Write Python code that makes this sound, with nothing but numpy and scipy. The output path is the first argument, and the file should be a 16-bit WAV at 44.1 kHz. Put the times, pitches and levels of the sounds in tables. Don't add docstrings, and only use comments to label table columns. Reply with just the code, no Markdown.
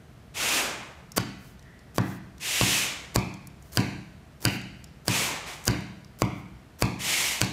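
import sys
import numpy as np
from scipy import signal
from scipy.fft import rfft, irfft, next_fast_len
from scipy.io import wavfile
from scipy.ndimage import map_coordinates

SR = 44100
rng = np.random.default_rng(int(sys.argv[2]) if len(sys.argv) > 2 else 0)


def digitize_waveform(pressure):
    field = np.atleast_2d(pressure).T
    bounded = np.clip(field, -1, 1)
    quanta = np.round(bounded * 32767).astype(np.int16)
    wavfile.write(sys.argv[1], SR, quanta)


N = 331632

# time of the knock in seconds, knock level in dB, rod ring in dB,
# rod pitch in Hz (it changes with the grip), click, boom, thud and rasp in dB, rasp length in seconds.
STROKES = [(1.18, -25, -29.5, 3080, -22.5, -35.5, -54, -19, 0.018),
           (1.9826, -24.5, -29.5, 2040, -28.5, -29, -42, -38, 0.038),
           (2.612, -27, -42, 2400, -25.5, -30, -35, -51, .03),
           (3.1599, -24, -22.5, 2530, -20, -29, -28, -28, 0.019),
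           (3.7724, -32, -21.5, 2840, -16.5, -28, -54, -36.5, 0.054),
           (4.452, -32.5, -17.5, 2880, -15, -29.5, -48, -38, 0.05),
           (5.081, -32, -43, 2660, -18.5, -32, -44, -38.5, 0.032),
           (5.679, -31, -23, 2860, -18, -28.5, -30, -25.5, .021),
           (6.22, -23, -26.5, 2156, -26.5, -30, -33, -39, 0.034),
           (6.823, -27, -21, 2610, -19, -29, -28, -38, 0.037),
           (7.415, -33, -43, 2400, -14, -31.5, -50, -29, 0.012)]
# start, rise and length in seconds, level in dB, swell over the length in dB,
# weight of the body in dB, resonance in Hz.
SWISHES = [(.338, 0.068, 0.24, -30, 4.5, 1.5, 2496), (2.395, .075, 0.39, -29.5, 6, -6, 2560),
           (5.067, 0.069, 0.17, -29, -1.5, 0.5, 2400), (5.457, 0.037, 0.12, -46, -13, 0.5, 2408),
           (6.985, .17, 0.32, -26.5, -7, -5, 2184)]
# frequency in Hz, level in dB.
GRIT_COLOUR = [(300, 8.5), (1500, 1.5), (3500, -2), (6000, 4), (9000, 0.5), (15000, 1.5)]


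def strikes(rod_t60=.0055, crack_t60=.0041, lag_s=.000565, snap_s=.00002, soften_s=.00009):
    # frequency in Hz, level in dB, t60 in seconds.
    steel_modes = [(1580, -6, .009), (3050, -10, .006), (4750, 0, .007), (8200, -2, .003)]
    # frequency in Hz, level in dB.
    crack_colour = [(300, -27.5), (900, -11), (1500, -28), (2200, 13), (4500, 3), (7500, 13), (11000, 1.5),
                    (16000, 3)]
    close, room_feed, t = np.zeros(N), np.zeros(N), clock(.034)
    push = pressure_pulse(t)
    dull_push = filtered(push, lambda hz: 1 / (1 + 2j * np.pi * hz * soften_s))
    for at, knock_db, rod_db, rod_hz, click_db, boom_db, *_ in STROKES:
        board = ring([(586, 4.5, .0073), (1109, -2.5, .027)], t)
        knock = amp(knock_db) * (amp(18) * push + amp(8) * board)
        rod = amp(rod_db) * ring([(rod_hz, 0, rod_t60), (rod_hz * 1.714, -8.5, rod_t60)], t)
        steel = amp(click_db + 7) * ring(steel_modes, t)
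        crack = noise(crack_colour, len(t)) * amp(click_db + 9 - 60 * t / crack_t60)
        snap = amp(click_db + 25) * np.diff(np.exp(-t / snap_s), prepend=0)
        click_at = at + lag_s * np.exp(.2 * rng.normal())
        add(close, at, knock)
        add(close, click_at, steel + crack + amp(4) * rod)
        add(room_feed, at, amp(boom_db + 25) * dull_push)
        add(room_feed, click_at, amp(-7) * steel + amp(8) * rod + snap)
    return close, room_feed


def pressure_pulse(t, width_s=.0005):
    return (1 - t / width_s) * np.exp(-t / width_s)


def rasps(catch_s=.0032):
    level = np.zeros(N)
    for at, *_, db, length in STROKES:
        t = clock(length)
        bite_db = np.interp(t / length, [0, .95, 1], [-12, 0, -7])
        add(level, at - length, np.tanh(t / catch_s) * amp(db + 1 + bite_db))
    return level * grit(grain_db=4.5, grain_rate=700)


def grit(grain_db, grain_rate):
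    return unit(noise(GRIT_COLOUR, N) * amp(grain_db * wobble(grain_rate)))


def table_boom(build_s=.0026, thud_hz=64, thud_t60=.19):
    # frequency in Hz, level in dB, t60 in seconds.
    low_modes = [(63, -18.5, 0.94), (75, -0.5, 0.42), (97.1, -3.5, 0.93), (110.1, 11, 0.23),
                 (122.5, 3.5, 0.84), (152, -2.5, 1), (163.4, -8.5, 0.63), (175, 1.5, 0.66), (189.3, 0.5, 1),
                 (202, -0.5, 0.8), (219, -17, 0.64), (274, -16.5, 0.8), (296, 0.5, 0.57), (320, -8, 0.99),
                 (364.6, -5, 0.53), (717, -8, 0.61), (974, -3, 0.28), (1176, -6, 0.37)]
    out, t = np.zeros(N), clock(.9)
    boom = sum(amp(db - 60 * t / t60) * np.sin(2 * np.pi * (hz * t + rng.random()))
               for hz, db, t60 in low_modes)
    from_peak = (t - .022) / .0022
    thump = amp(12) * (1 - 2 * from_peak ** 2) * np.exp(-from_peak ** 2)
    swell = 1 - np.exp(-t / build_s)
    for at, *_, boom_db, thud_db, _, _ in STROKES:
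        add(out, at, amp(boom_db) * (amp(-5) * swell * boom + thump))
        add(out, at, amp(thud_db + 6) * swell * ring([(thud_hz, 0, thud_t60)], t))
    return out


def swishes(mirror_gain=.26, mirror_s=.00085, flutter_db=.5):
    # lower and upper edge in Hz, level in dB, release lag in seconds, fade in dB a second.
    body_band = (20, 1650, -4.5, 0.0573, 64.5)
    hiss_bands = [(1650, 4640, 0.16, 0, 83.7), (4300, 7840, -1.5, 0.0012, 100),
                  (9200, 10800, -6, 0.039, 230)]
    t = np.arange(N) / SR
    low_hz, high_hz, db, lag, fade = body_band
    body = swish_noise(low_hz, high_hz)
    delay = mirror_s * np.exp(wobble(3.52) / 10)
    body = unit(body + mirror_gain * np.interp(t - delay, t, body))
    out = amp(db) * body * swish_level(lag, fade, is_body=True)
    for low_hz, high_hz, db, lag, fade in hiss_bands:
        out += amp(db) * swish_noise(low_hz, high_hz) * swish_level(lag, fade)
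    return out * amp(flutter_db * wobble(90))


def swish_noise(low_hz, high_hz):
    # frequency in Hz, spectral density in dB.
    colour = [(100, -22), (250, -5.5), (700, -1), (1400, -5), (1800, 1.5), (2300, 3.5), (3000, 3.5),
              (4300, -1.5), (7200, 1.5), (9500, -2), (15000, -0.5)]
    below = lambda hz, edge: 1 / (1 + (hz / edge) ** 8)
    return noise(colour, N, lambda hz: np.sqrt((1 - below(hz, low_hz)) * below(hz, high_hz)))


def swish_level(lag, fade, is_body=False, knee_s=.026):
    level, t = np.zeros(N), clock(1.5)
    for start, rise, length, db, swell_db, body_db, _ in SWISHES:
        progress = np.minimum(t / length, 1) - .5
        released_s = knee_s * np.logaddexp(0, (t - length - lag) / knee_s)
        weight_db = body_db - .5 * progress if is_body else 0
        contour_db = db + swell_db * progress + weight_db - fade * released_s
        add(level, start, np.tanh(t / rise) * amp(contour_db))
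    return level


def swish_resonance(width_hz=180, wander_hz=180):
    starts, *_, pitches = np.transpose(SWISHES)
    current = np.maximum(np.searchsorted(starts, np.arange(N) / SR) - 1, 0)
    centre_hz = pitches[current] + wander_hz * wobble(7)
    grain = narrow_noise(N, 0, width_hz)
    tone = unit(grain * np.sin(2 * np.pi * np.cumsum(centre_hz) / SR))
    return amp(-7) * tone * swish_level(lag=0, fade=80)


def ticks(t60=.016, width_octaves=.61):
    # start in seconds, level in dB, centre in Hz.
    pops = [(1.119, -37.5, 6470), (1.594, -52, 4860), (1.626, -53.5, 4470), (1.792, -55, 4500),
            (2.381, -47.5, 4500), (3.340, -43, 6000), (3.472, -38.5, 8600), (3.625, -50, 7000),
            (4.615, -42, 4200), (4.842, -40, 5550), (5.64, -41, 7000), (5.654, -30, 8000),
            (5.807, -52, 10000), (6.046, -47.5, 4970)]
    out, t = np.zeros(N), clock(.022)
    for start, db, centre_hz in pops:
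        band = lambda hz: 1 / (1 + (np.log2((hz + 1) / centre_hz) / width_octaves) ** 2)
        add(out, start, noise(GRIT_COLOUR, len(t), band) * amp(db + 3 - 60 * t / t60))
    return out


def sizzles():
    # start in seconds, length in seconds, level in dB.
    flares = [(1.373, .19, -58.5), (2, 0.2, -51.5), (3.596, 0.16, -61.5), (4.476, 0.11, -46),
              (6.332, .1, -61)]
    level = np.zeros(N)
    for start, length, db in flares:
        add(level, start, amp(db) * np.sin(np.pi * clock(length) / length))
    return level * grit(grain_db=1, grain_rate=740)


def rub(start_s=1.6, length_s=.23, level_db=-58.5):
    out, t = np.zeros(N), clock(length_s)
    tone = narrow_noise(len(t), centre_hz=1880, width_hz=150)
    add(out, start_s, amp(level_db) * np.sin(np.pi * t / length_s) * tone)
    return out


def room(feed):
    # delay in seconds, level in dB, centre in Hz, sharpness as Q.
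    echoes = [(.0085, 3, 1440, 5.7), (0.03, -5, 4930, 10)]
    band = lambda hz, centre, q: 1 / (1 + 1j * q * (hz / centre - centre / (hz + 1)))
    out = filtered(feed, lambda hz: sum(amp(db) * np.exp(-2j * np.pi * hz * delay) * band(hz, centre, q)
                                        for delay, db, centre, q in echoes))
    for start in range(0, N, SR // 2):
        add(out, start / SR, signal.fftconvolve(feed[start:start + SR // 2], room_tail()))
    return out


def room_tail(build_s=.01):
    # frequency in Hz, t60 in seconds.
    decay_times = [(60, 0.51), (150, 0.91), (400, 0.46), (1000, 0.76), (2500, 0.75), (6000, 0.66),
                   (10000, 0.61), (16000, 0.32)]
    # frequency in Hz, gain in dB.
    colour = [(40, -8), (80, -3), (150, -5), (250, 8.5), (360, 0), (500, -6.5), (1000, 1.5), (2500, 2),
              (5000, -3.5), (9000, -18.5), (15000, -28.5)]
    hz, t, spectrum = signal.stft(rng.standard_normal(SR), SR, nperseg=512)
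    t60 = along(decay_times, hz)[:, None]
    fade = amp(along(colour, hz)[:, None] - 60 * t / t60)
    equal_energy = np.sqrt(2 * np.log(1000) / (t60 * SR))
    tail = signal.istft(spectrum * fade * equal_energy, SR, nperseg=512)[1][:SR]
    return tail * (1 - np.exp(-(clock(1) / build_s) ** 2))


def room_tone(level_db=-49.5):
    # frequency in Hz, spectral density in dB.
    colour = [(15, -54), (25, -17), (64, 2), (102, -6.5), (134, -0.5), (277, -13.5), (405, -16), (545, -21),
              (659, -17), (840, -23.5), (1440, -24), (14800, -45), (16000, -70)]
    return amp(level_db) * noise(colour, N)


def ring(modes, t):
    return sum(amp(db + rng.normal() - 60 * t / t60) * np.sin(2 * np.pi * hz * t)
               for hz, db, t60 in modes)


def noise(colour, size, band=lambda hz: 1):
    return unit(filtered(rng.standard_normal(size), lambda hz: amp(along(colour, hz)) * band(hz)))


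def narrow_noise(size, centre_hz, width_hz):
    peak = lambda hz: 1 / (1 + ((hz - centre_hz) / width_hz) ** 2)
    return unit(filtered(rng.standard_normal(size), peak))


def wobble(rate):
    return map_coordinates(rng.standard_normal(int(N * rate / SR) + 4), [np.arange(N) * rate / SR])


def filtered(x, response):
    size = next_fast_len(len(x) + 8192)
    return irfft(rfft(x, size) * response(np.fft.rfftfreq(size, 1 / SR)), size)[:len(x)]


def along(points, hz):
    knots_hz, values = np.transpose(points)
    return np.interp(np.log(hz + 1), np.log(knots_hz + 1), values)


def add(track, start, sound):
    part = track[max(round(start * SR), 0):][:len(sound)]
    part += sound[:len(part)]


def clock(length):
    return np.arange(max(int(length * SR), 2)) / SR


def amp(db):
    return 10 ** (np.asarray(db) / 20)


def unit(x):
    return x / np.sqrt(np.mean(x ** 2) + 1e-20)


def scene(detail_send_db=-4):
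    close, room_feed = strikes()
    details = rasps() + ticks() + sizzles() + rub()
    rumble = room_tone()
    reverb = room(room_feed + amp(detail_send_db) * details)
    mono = close + details + reverb + table_boom() + swishes() + swish_resonance() + rumble
    return np.array([mono, mono])


def record(dry, low_cut_hz=42, ceiling=.68, top_hz=15600):
    thin = signal.sosfilt(signal.butter(2, low_cut_hz, "highpass", fs=SR, output="sos"), dry)
    rounded = thin / (1 + (thin / ceiling) ** 4) ** (1 / 4)
    return np.array([filtered(x, lambda hz: 1 / (1 + (hz / top_hz) ** 150)) for x in rounded])


dry = scene()
out = record(dry)
digitize_waveform(out)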